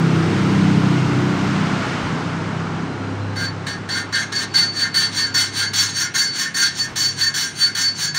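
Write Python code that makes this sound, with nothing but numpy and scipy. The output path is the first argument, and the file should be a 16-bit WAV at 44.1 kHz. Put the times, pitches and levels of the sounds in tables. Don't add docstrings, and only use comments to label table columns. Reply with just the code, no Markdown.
import sys
import numpy as np
from scipy import signal
from scipy.fft import rfft, irfft, next_fast_len
from scipy.io import wavfile
from scipy.ndimage import uniform_filter1d

SR = 44100
rng = np.random.default_rng(int(sys.argv[2]) if len(sys.argv) > 2 else 0)


def gain_from_decibels(decibels):
    exponent = np.asarray(decibels, float) / 20
    return 10 ** exponent


def store_pcm(level_fs):
    pcm = np.round(np.clip(level_fs, -1, 1) * 32767).astype(np.int16)
    wavfile.write(sys.argv[1], SR, np.atleast_2d(pcm).T)


N = 360738
FAST = next_fast_len(N + SR)
FREQ = np.fft.rfftfreq(FAST, 1 / SR)

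# time in seconds, firing rate in Hz, engine level in dB, traffic level in dB.
STREET = [(0.0, 32.62, -23, -32.5), (.5, 32.57, -22, -32.5), (1.2, 32.28, -24, -32.5),
          (1.9, 32.46, -26.5, -32), (2.6, 32.98, -29, -35), (3.2, 33.25, -32.5, -39),
          (4.0, 34.24, -36.5, -41.5), (5.3, 34.02, -38.5, -45.5), (6.4, 34.22, -41, -49),
          (8.18, 35.04, -42.5, -49.5)]
# multiple of the firing rate, level in dB over the rumble.
LOW_ORDERS = [(4, -7.5), (5, -8), (6, -13.5)]
# start in seconds, end in seconds, level in dB.
LOW_SWELLS = [
    [(-.05, .32, -30.5), (.55, 1.35, -24), (1.55, 2.05, -45.5), (2.3, 3.0, -48), (3.25, 3.7, -45)],
    [(-.1, .3, -20), (.38, 1.15, -22), (1.2, 1.8, -28.5), (2.03, 2.95, -33.5), (3.25, 3.9, -41)],
    [(-.3, .12, -30), (.3, .97, -18), (1.0, 1.9, -29)],
]
# multiple of the firing rate, level in dB over the rumble.
UPPER_ORDERS = [(2, -24), (7, -17), (8, -14), (9, -17), (10, -17), (11, -17), (12, -20), (13, -19),
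                (14, -21)]
# start in seconds, end in seconds, multiple, level in dB.
UPPER_SWELLS = [
    (.2, 1.7, 9, -29),
    (-.2, .65, 10, -29),
    (0., .55, 11, -32),
    (.85, 1.4, 11, -32),
    (2.6, 3.5, 8, -40),
    (2.7, 3.7, 15.2, -45),
]
# time in seconds, level in dB.
HUM = [(0.0, -30), (0.09, -51), (0.16, -27), (0.48, -27.5), (1.8, -36.5), (2.71, -32), (2.8, -39.5),
       (3.23, -25), (3.74, -36.5), (4.94, -42), (5.85, -35.5), (6.31, -54.5), (7.24, -39), (7.36, -48.5),
       (8.02, -43), (8.18, -47)]
# frequency in Hz, level in dB per Hz.
RUMBLE_COLOUR = [(60, -41), (85, -32), (100, -6), (160, -1), (270, -3.5), (450, -12.5), (600, -30)]
ROAR_COLOUR = [(240, 2.5), (400, -7), (613, -5.5), (762, -3.5), (1440, -3.5), (1740, -10.5), (2400, -20.5),
               (3120, -46), (5280, -120)]
HISS_COLOUR = [(1290, -5.5), (2200, -3), (2410, -5.5), (3020, -6), (3240, -8.5), (4880, -12.5),
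               (6390, -16.5), (9200, -27.5), (10200, -41), (15000, -56), (22000, -120)]
THUD_COLOUR = [(25, -25), (50, -15.5), (65, -11), (85, -3), (110, -14)]
# time in seconds, level in dB.
GROUND = [(0.0, -48), (0.57, -40), (0.66, -54), (1.18, -40), (1.98, -48), (2.03, -37), (2.28, -48.5),
          (4.9, -56), (5.15, -72), (5.24, -53), (6.49, -71), (6.58, -52), (8.07, -66), (8.18, -56)]
# start in seconds, end in seconds, pitch in Hz, width in Hz, level in dB.
BUZZ = [
    (-.2, .5, 1410, 25, -41),
    (.85, 1.3, 1410, 20, -41),
    (-.3, 1.3, 8590, 140, -57),
    (6.86, 6.95, 1300, 1800, -37),
    (1.2, 2.3, 1380, 250, -39),
    (-.2, .45, 10562, 30, -75),
    (2.6, 3.7, 4097, 60, -54),
    (-1.5, 2.4, 13800, 3000, -64),
]
# time in seconds, pitch in Hz, level in dB.
FAR_ENGINE = [(6.5, 141.3, -47), (6.696, 138.2, -45), (6.952, 124.2, -41.5), (7.214, 145, -45),
              (7.632, 142.8, -49), (7.682, 144.3, -41), (7.8, 132, -61), (8.016, 154.8, -42),
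              (8.18, 150, -39)]

# start in seconds, length in seconds,
# fastest moment as a share of the length, grit level in dB, casting level in dB.
PUSHES = [(3.355, .17, 0.47, -35.5, -27.5), (3.662, 0.14, 0.12, -34, -26.5),
          (3.885, 0.18, 0.53, -32, -24.5), (4.122, 0.18, 0.36, -29, -23), (4.318, 0.15, 0.76, -30, -27.5),
          (4.537, 0.17, 0.2, -22, -24), (4.939, 0.19, 0.25, -20.5, -22), (5.338, 0.19, .35, -20, -22),
          (5.73, 0.25, 0.25, -19, -26), (6.138, .19, 0.31, -20, -23), (6.54, 0.22, 0.29, -20, -22.5),
          (6.955, 0.23, 0.23, -21, -29), (7.337, 0.22, 0.23, -21, -25.5), (7.747, .2, 0.32, -21.5, -26),
          (8.141, 0.22, 0.12, -24.5, -22.5)]
# start in seconds, length in seconds,
# fastest moment as a share of the length, grit level in dB, casting level in dB.
PULLS = [(4.727, 0.19, 0.46, -27.5, -22), (5.111, 0.22, .35, -23, -23), (5.516, 0.22, 0.39, -24, -23),
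         (5.92, 0.19, 0.5, -21.5, -23), (6.325, .2, 0.44, -22, -21.5), (6.74, 0.18, 0.35, -24.5, -28.5),
         (7.155, 0.2, 0.39, -23, -23), (7.54, 0.22, 0.38, -23, -24.5), (7.95, 0.18, 0.49, -21.5, -27)]
# time in seconds, sizzle in dB over the grit, seat and scrape in dB over the grit.
FINENESS = [(3.3, -17, 4.5), (4.3, -19.5, 1.5), (4.6, -16, 2), (5.4, -16.5, -2.5), (8.18, -14.5, -4)]
# time in seconds, level in dB, hold in seconds, fade in dB per second.
SINGS = [(3.372, -29, 0.12, 600), (3.68, -38, 0.065, 300), (3.91, -26, 0.086, 450),
         (4.153, -20, 0.0083, 300), (4.367, -21, .015, 300), (4.559, -13.5, 0.0073, 400),
         (4.589, -14.5, .015, 300), (4.628, -18, .01, 167), (4.768, -24, 0.016, 200),
         (4.821, -21, 0.017, 300), (4.96, -14.5, 0.016, 300), (5.039, -19.5, .008, 350),
         (5.168, -15, 0.013, 250), (5.225, -21, .03, 350), (5.351, -22, 0.09, 352),
         (5.63, -24.5, 0.047, 250), (5.794, -14.5, 0.0058, 218), (5.988, -24.5, 0.047, 350),
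         (6.192, -16.5, 0.045, 180), (6.423, -25, .015, 300), (6.608, -15, 0.037, 267),
         (6.802, -17, 0.016, 450), (7.008, -18, 0.055, 200), (7.22, -17, 0.061, 797),
         (7.35, -25.5, 0.026, 207), (7.621, -15, 0.028, 300), (7.838, -21.5, 0.079, 160),
         (8.032, -23.5, .01, 300), (8.052, -19.5, 0.014, 260), (8.17, -21.5, .01, 200)]
# pitches in Hz, then levels in dB.
BODY_HZ = [1084, 1421, 1505, 1545, 1590, 1663, 1810, 2088, 2153]
BODY_DB = [-9.5, 0.5, -5, -6, 2.5, 2, 4.5, -1, -7.5]
# pitches in Hz, then levels in dB.
SEAT_HZ = [3000, 3289, 3340, 3531, 3785, 4092]
SEAT_DB = [2.5, 1.5, -2.5, -20, -4.5, 5]
# pitches in Hz, then levels in dB.
FINS_HZ = [5300, 5420, 5640, 5775, 5990, 6152, 6488, 6750, 6950, 7207, 7470, 8250, 8680, 8870, 9080]
FINS_DB = [-4.5, -2.5, -9, 2, -1, -4.5, 1, -6, -9.5, -4.5, -8.5, -11.5, -13, -20, -9]
# pitches in Hz, then levels in dB.
SIZZLE_HZ = [9840, 10500, 11900, 12400, 13000, 13150, 13700, 13900, 14500, 14800, 15300, 15700]
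SIZZLE_DB = [-9, 1.5, -22, 2, -3, -9, -2, -4, -9, -4, 1, -10]
# frequency in Hz, level in dB per Hz.
SCRAPE_COLOUR = [(700, -11), (1000, -8.5), (1700, -2.5), (2500, -7), (3500, -2), (4300, 3.5), (4900, -8),
                 (6000, -8.5), (7700, -13.5), (9000, -8), (10000, -37.5), (11000, -47)]
SIZZLE_COLOUR = [(8500, -18), (9600, -3.5), (11600, -12), (12700, -12), (14500, -6), (15800, -3)]
# width in Hz, share of its beating that is evened out from 0 to 1.
RING = (12, .8)

RING_HZ = 4488
RING_OVER_GRIT_DB, SING_RISE_DB_S = -3, 602
# dB under the peak at start, at end, bend of the rise, bend of the fall
PUSH_SHAPE, PULL_SHAPE = (3.3, 31, 1.67, 1.67), (19, 31.6, 1.92, 1.51)
# share of the grit's dB swing, shift of its peak as a share of the length
PUSH_BODY, PULL_BODY = (0.68, -0.022), (1, 0.22)
JERK_S, JERK_DB, JERK_LEAD_S = 0.011, 53, 0.0065
KNOCK_DB, KNOCK_S = 8.5, 0.0075
SIZZLE_SWING, SIZZLE_SQUARE = 1.8, 1.08
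PULL_SIZZLE_DB, SIZZLE_FLICKER_DB = -1, 1
RASP_DB = 2.16
HISS_DB, HISS_SLOPE, HISS_FLOOR_DB = -35, 3.3, -48
CLATTER_UNDER_DB = -19.5


def set_level(x, db):
    return x * gain_from_decibels(db) / np.sqrt(np.mean(x ** 2))


def columns(rows):
    s, *cols = np.transpose(rows)
    return [np.interp(np.arange(N) / SR, s, c) for c in cols]


def walk(rate):
    k = int(SR / rate)
    held = np.repeat(rng.standard_normal(N // k + 1), k)
    return 1.3 * uniform_filter1d(uniform_filter1d(held, k), k)[:N]


def bump(start, end):
    progress = np.clip((np.arange(N) / SR - start) / (end - start), 0, 1)
    return np.sin(np.pi * progress) ** .6


def tone(hz):
    return np.sqrt(2) * np.sin(2 * np.pi * np.cumsum(hz) / SR)


def shape(points):
    hz, db = np.transpose(points)
    return gain_from_decibels(np.interp(np.log(FREQ + 1), np.log(hz), db, left=-90, right=-90))


def through(x, response):
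    return irfft(rfft(x, FAST) * response, FAST)[:N]


def colour(x, points):
    return through(x, shape(points))


def unit(response, db):
    return gain_from_decibels(db) * response / np.sqrt(np.mean(np.abs(response) ** 2))


def mode(x, hz, width):
    pole = np.exp(np.pi * (2j * hz - max(width, 1)) / SR)
    return signal.lfilter([1 - abs(pole)], [1, -pole], x)


def engine(hz, rumble_db):
    uneven = 1 + .002 * walk(10)
    phase = 2 * np.pi * np.cumsum(uniform_filter1d(hz, size=15000) * uneven) / SR

    def order(k):
        return np.sqrt(2) * np.sin(k * phase + k ** 2 / 3)

    out = np.zeros(N)
    for (k, db), swells in zip(LOW_ORDERS, LOW_SWELLS):
        lift = sum(gain_from_decibels(top_db) * bump(start, end) for start, end, top_db in swells)
        out += (gain_from_decibels(rumble_db + db) + lift) * gain_from_decibels(1.74 * walk(20)) * order(k)
    for k, db in UPPER_ORDERS:
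        out += gain_from_decibels(rumble_db + db + 3 * walk(6)) * order(k)
    for start, end, k, db in UPPER_SWELLS:
        out += gain_from_decibels(db + 2.1 * walk(8.17)) * bump(start, end) * order(k)
    return out, phase


def motor_hum():
    return gain_from_decibels(columns(HUM)[0]) * tone(101.8 + .6 * walk(3))


def traffic():
    out = np.zeros(N)
    for start, end, hz, width, db in BUZZ:
        buzz = mode(rng.standard_normal(N), hz, width).imag
        out += bump(start, end) * set_level(buzz, db)
    hz, db = columns([(6.4, 151.2, -89)] + FAR_ENGINE)
    return out + gain_from_decibels(db) * tone(hz)


def street():
    hz, rumble_db, roar_db = columns(STREET)
    exhaust, phase = engine(hz, rumble_db)
    near_hiss = gain_from_decibels(HISS_DB + HISS_SLOPE * (roar_db - roar_db.max()))
    far_hiss = gain_from_decibels(HISS_FLOOR_DB) + gain_from_decibels(rumble_db + CLATTER_UNDER_DB)
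    throb = 1 + 0.032 * np.cos(phase)
    noise = rng.standard_normal((4, N))
    rumble = gain_from_decibels(rumble_db + 0.54 * walk(8)) * set_level(colour(noise[0], RUMBLE_COLOUR), .1)
    roar = gain_from_decibels(roar_db + 0.28 * walk(6.7)) * throb * set_level(colour(noise[1], ROAR_COLOUR), 5.53)
    hiss = np.hypot(near_hiss, far_hiss) * gain_from_decibels(.5 * walk(6.96))
    hiss = hiss * set_level(colour(noise[2], HISS_COLOUR), 2.9)
    thud = gain_from_decibels(columns(GROUND)[0] + 1.5) * set_level(colour(noise[3], THUD_COLOUR), -0.55)
    return exhaust + motor_hum() + rumble + roar + hiss + thud + traffic()


def twirls(rows, form, swing=1., shift=0., jerk_db=0., column=3, square=1., knock_db=0.):
    t = np.arange(0, N, 32)[:, None] / SR
    start, length, top = np.transpose(rows)[:3]
    rise_db, fall_db, rise_bend, fall_bend = form
    progress = (t - start) / length
    top = np.clip(top + shift, .05, .9)
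    before = np.clip(1 - progress / top, 0, None)
    after = np.clip((progress - top) / (1 - top), 0, None)
    under = rise_db * before ** (rise_bend * square) + fall_db * after ** (fall_bend * square)
    under = swing * under + jerk_db * np.clip(1 - (t - start + JERK_LEAD_S) / JERK_S, 0, None)
    under -= knock_db * np.exp(-np.clip(t - start, 0, None) / KNOCK_S)
    return (np.transpose(rows)[column] - under).max(axis=1)


def hands():
    t = np.arange(0, N, 32)[:, None] / SR

    def both(swing, square=1., pull_db=0.):
        push = twirls(PUSHES, PUSH_SHAPE, swing, jerk_db=JERK_DB, square=square)
        pull = twirls(PULLS, PULL_SHAPE, swing, square=square)
        return np.maximum(push, pull + pull_db)

    def full(db):
        return np.interp(np.arange(N) / SR, t[:, 0], np.maximum(db, -100))

    push_body = twirls(PUSHES, PUSH_SHAPE, *PUSH_BODY, JERK_DB, column=4, knock_db=KNOCK_DB)
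    pull_body = twirls(PULLS, PULL_SHAPE, *PULL_BODY, column=4)
    body = np.maximum(push_body, pull_body)
    at, db, hold, fade = np.transpose(SINGS)
    rising = SING_RISE_DB_S * np.clip(at - t, 0, None)
    fading = fade * np.clip(t - at - hold, 0, None)
    song = (db - rising - fading).max(axis=1)
    ring = np.maximum(both(1.0) + RING_OVER_GRIT_DB, song)
    sizzle = both(SIZZLE_SWING, SIZZLE_SQUARE, PULL_SIZZLE_DB)
    return full(both(0.95)), full(ring), full(body), full(sizzle)


def grit(per_s, spread_db, patchy_db):
    crushed = rng.random(N) < per_s / SR
    size = gain_from_decibels(spread_db * rng.exponential(size=N)) * rng.standard_normal(N)
    return set_level(crushed * size * gain_from_decibels(patchy_db * walk(90)), 0)


def modes(freqs, levels_db):
    out = 0
    for k, (hz, db) in enumerate(zip(freqs, levels_db)):
        width = 14 + hz / 400
        resonance = 1j * FREQ * width / (hz ** 2 - FREQ ** 2 + 1j * FREQ * width)
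        out = out + (-1) ** k * gain_from_decibels(db) * resonance
    return out


def shaken(force, freqs, levels_db, db, sway_db, rate):
    parts = [modes(freqs[k::3], levels_db[k::3]) for k in range(3)]
    scale = gain_from_decibels(db) / np.sqrt(np.mean(np.abs(sum(parts)) ** 2))
    share = gain_from_decibels(sway_db * np.array([walk(rate) for _ in parts]))
    share /= np.sqrt(np.mean(share ** 2, axis=0))
    return sum(through(force * s, scale * part) for s, part in zip(share, parts))


def valve_ring(force, ring_db):
    width, even = RING
    pointer = mode(mode(force, RING_HZ, 90), RING_HZ, width)
    pointer /= np.sqrt(uniform_filter1d(np.abs(pointer) ** 2, size=2500) + 1e-14)
    ring = (pointer / (np.abs(pointer) ** 2 + .15) ** (even / 2)).imag
    return gain_from_decibels(ring_db + 2.5 * walk(40)) * set_level(ring, .2)


def room(x, t60_s, wet_db):
    t = np.arange(SR // 2) / SR
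    tail = rng.standard_normal(len(t)) * gain_from_decibels(-60 * t / t60_s) * (t > .004)
    tail = signal.sosfilt(signal.butter(2, 6000, fs=SR, output="sos"), tail)
    tail /= np.sqrt(np.sum(tail ** 2))
    return x + gain_from_decibels(wet_db) * signal.fftconvolve(x, tail)[:N]


def lapping():
    grit_db, ring_db, body_db, sizzle_db = hands()
    fine_db, coarse_db = columns(FINENESS)
    sizzle_db = sizzle_db + fine_db + SIZZLE_FLICKER_DB * walk(35)
    coarse_db = grit_db + coarse_db + RASP_DB * walk(28)
    seat = grit(per_s=9000, spread_db=1.3, patchy_db=1.4)
    face = grit(per_s=9000, spread_db=1.3, patchy_db=1.4)
    fins = shaken(seat * gain_from_decibels(grit_db), FINS_HZ, FINS_DB, -2.2, sway_db=4.0, rate=14)
    seat_ring = shaken(seat * gain_from_decibels(coarse_db), SEAT_HZ, SEAT_DB, -8.5, sway_db=3, rate=16)
    body = shaken(seat * gain_from_decibels(body_db), BODY_HZ, BODY_DB, -1.73, sway_db=4.0, rate=22)
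    scrape = through(face * gain_from_decibels(coarse_db), unit(shape(SCRAPE_COLOUR), -1.89))
    sizzle = through(seat * gain_from_decibels(sizzle_db), unit(modes(SIZZLE_HZ, SIZZLE_DB), -5))
    sizzle += through(face * gain_from_decibels(sizzle_db), unit(shape(SIZZLE_COLOUR), -2.5))
    shed = room(fins + seat_ring + scrape + sizzle + body, t60_s=0.25, wet_db=-13)
    return shed + valve_ring(face * gain_from_decibels(grit_db), ring_db)


def scene():
    return (lapping() + street())[None]


def squelch(x, band, under_db, depth_db):
    part = colour(x, band)
    part_power = uniform_filter1d(part ** 2, size=1800)
    whole_power = uniform_filter1d(x ** 2, size=1800)
    ratio_db = 10 * np.log10(part_power / (whole_power + 1e-12) + 1e-12)
    shut = uniform_filter1d(np.clip((-under_db - ratio_db) / 3, 0, 1), size=500)
    return x - part * shut * (1 - gain_from_decibels(-depth_db))


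def band_limit(x):
    return signal.sosfilt(signal.butter(12, 15910, fs=SR, output="sos"), x)


def record(dry):
    x = squelch(dry[0], [(380, -30), (430, 0), (760, 0), (860, -30)], under_db=31, depth_db=20)
    ceiling = 1.1
    x = ceiling * np.tanh(x / ceiling)
    x = colour(x, [(20, -8), (45, 0), (15750, 0), (15900, -60)])
    return band_limit(x[None])


dry = scene()
out = record(dry)
store_pcm(out)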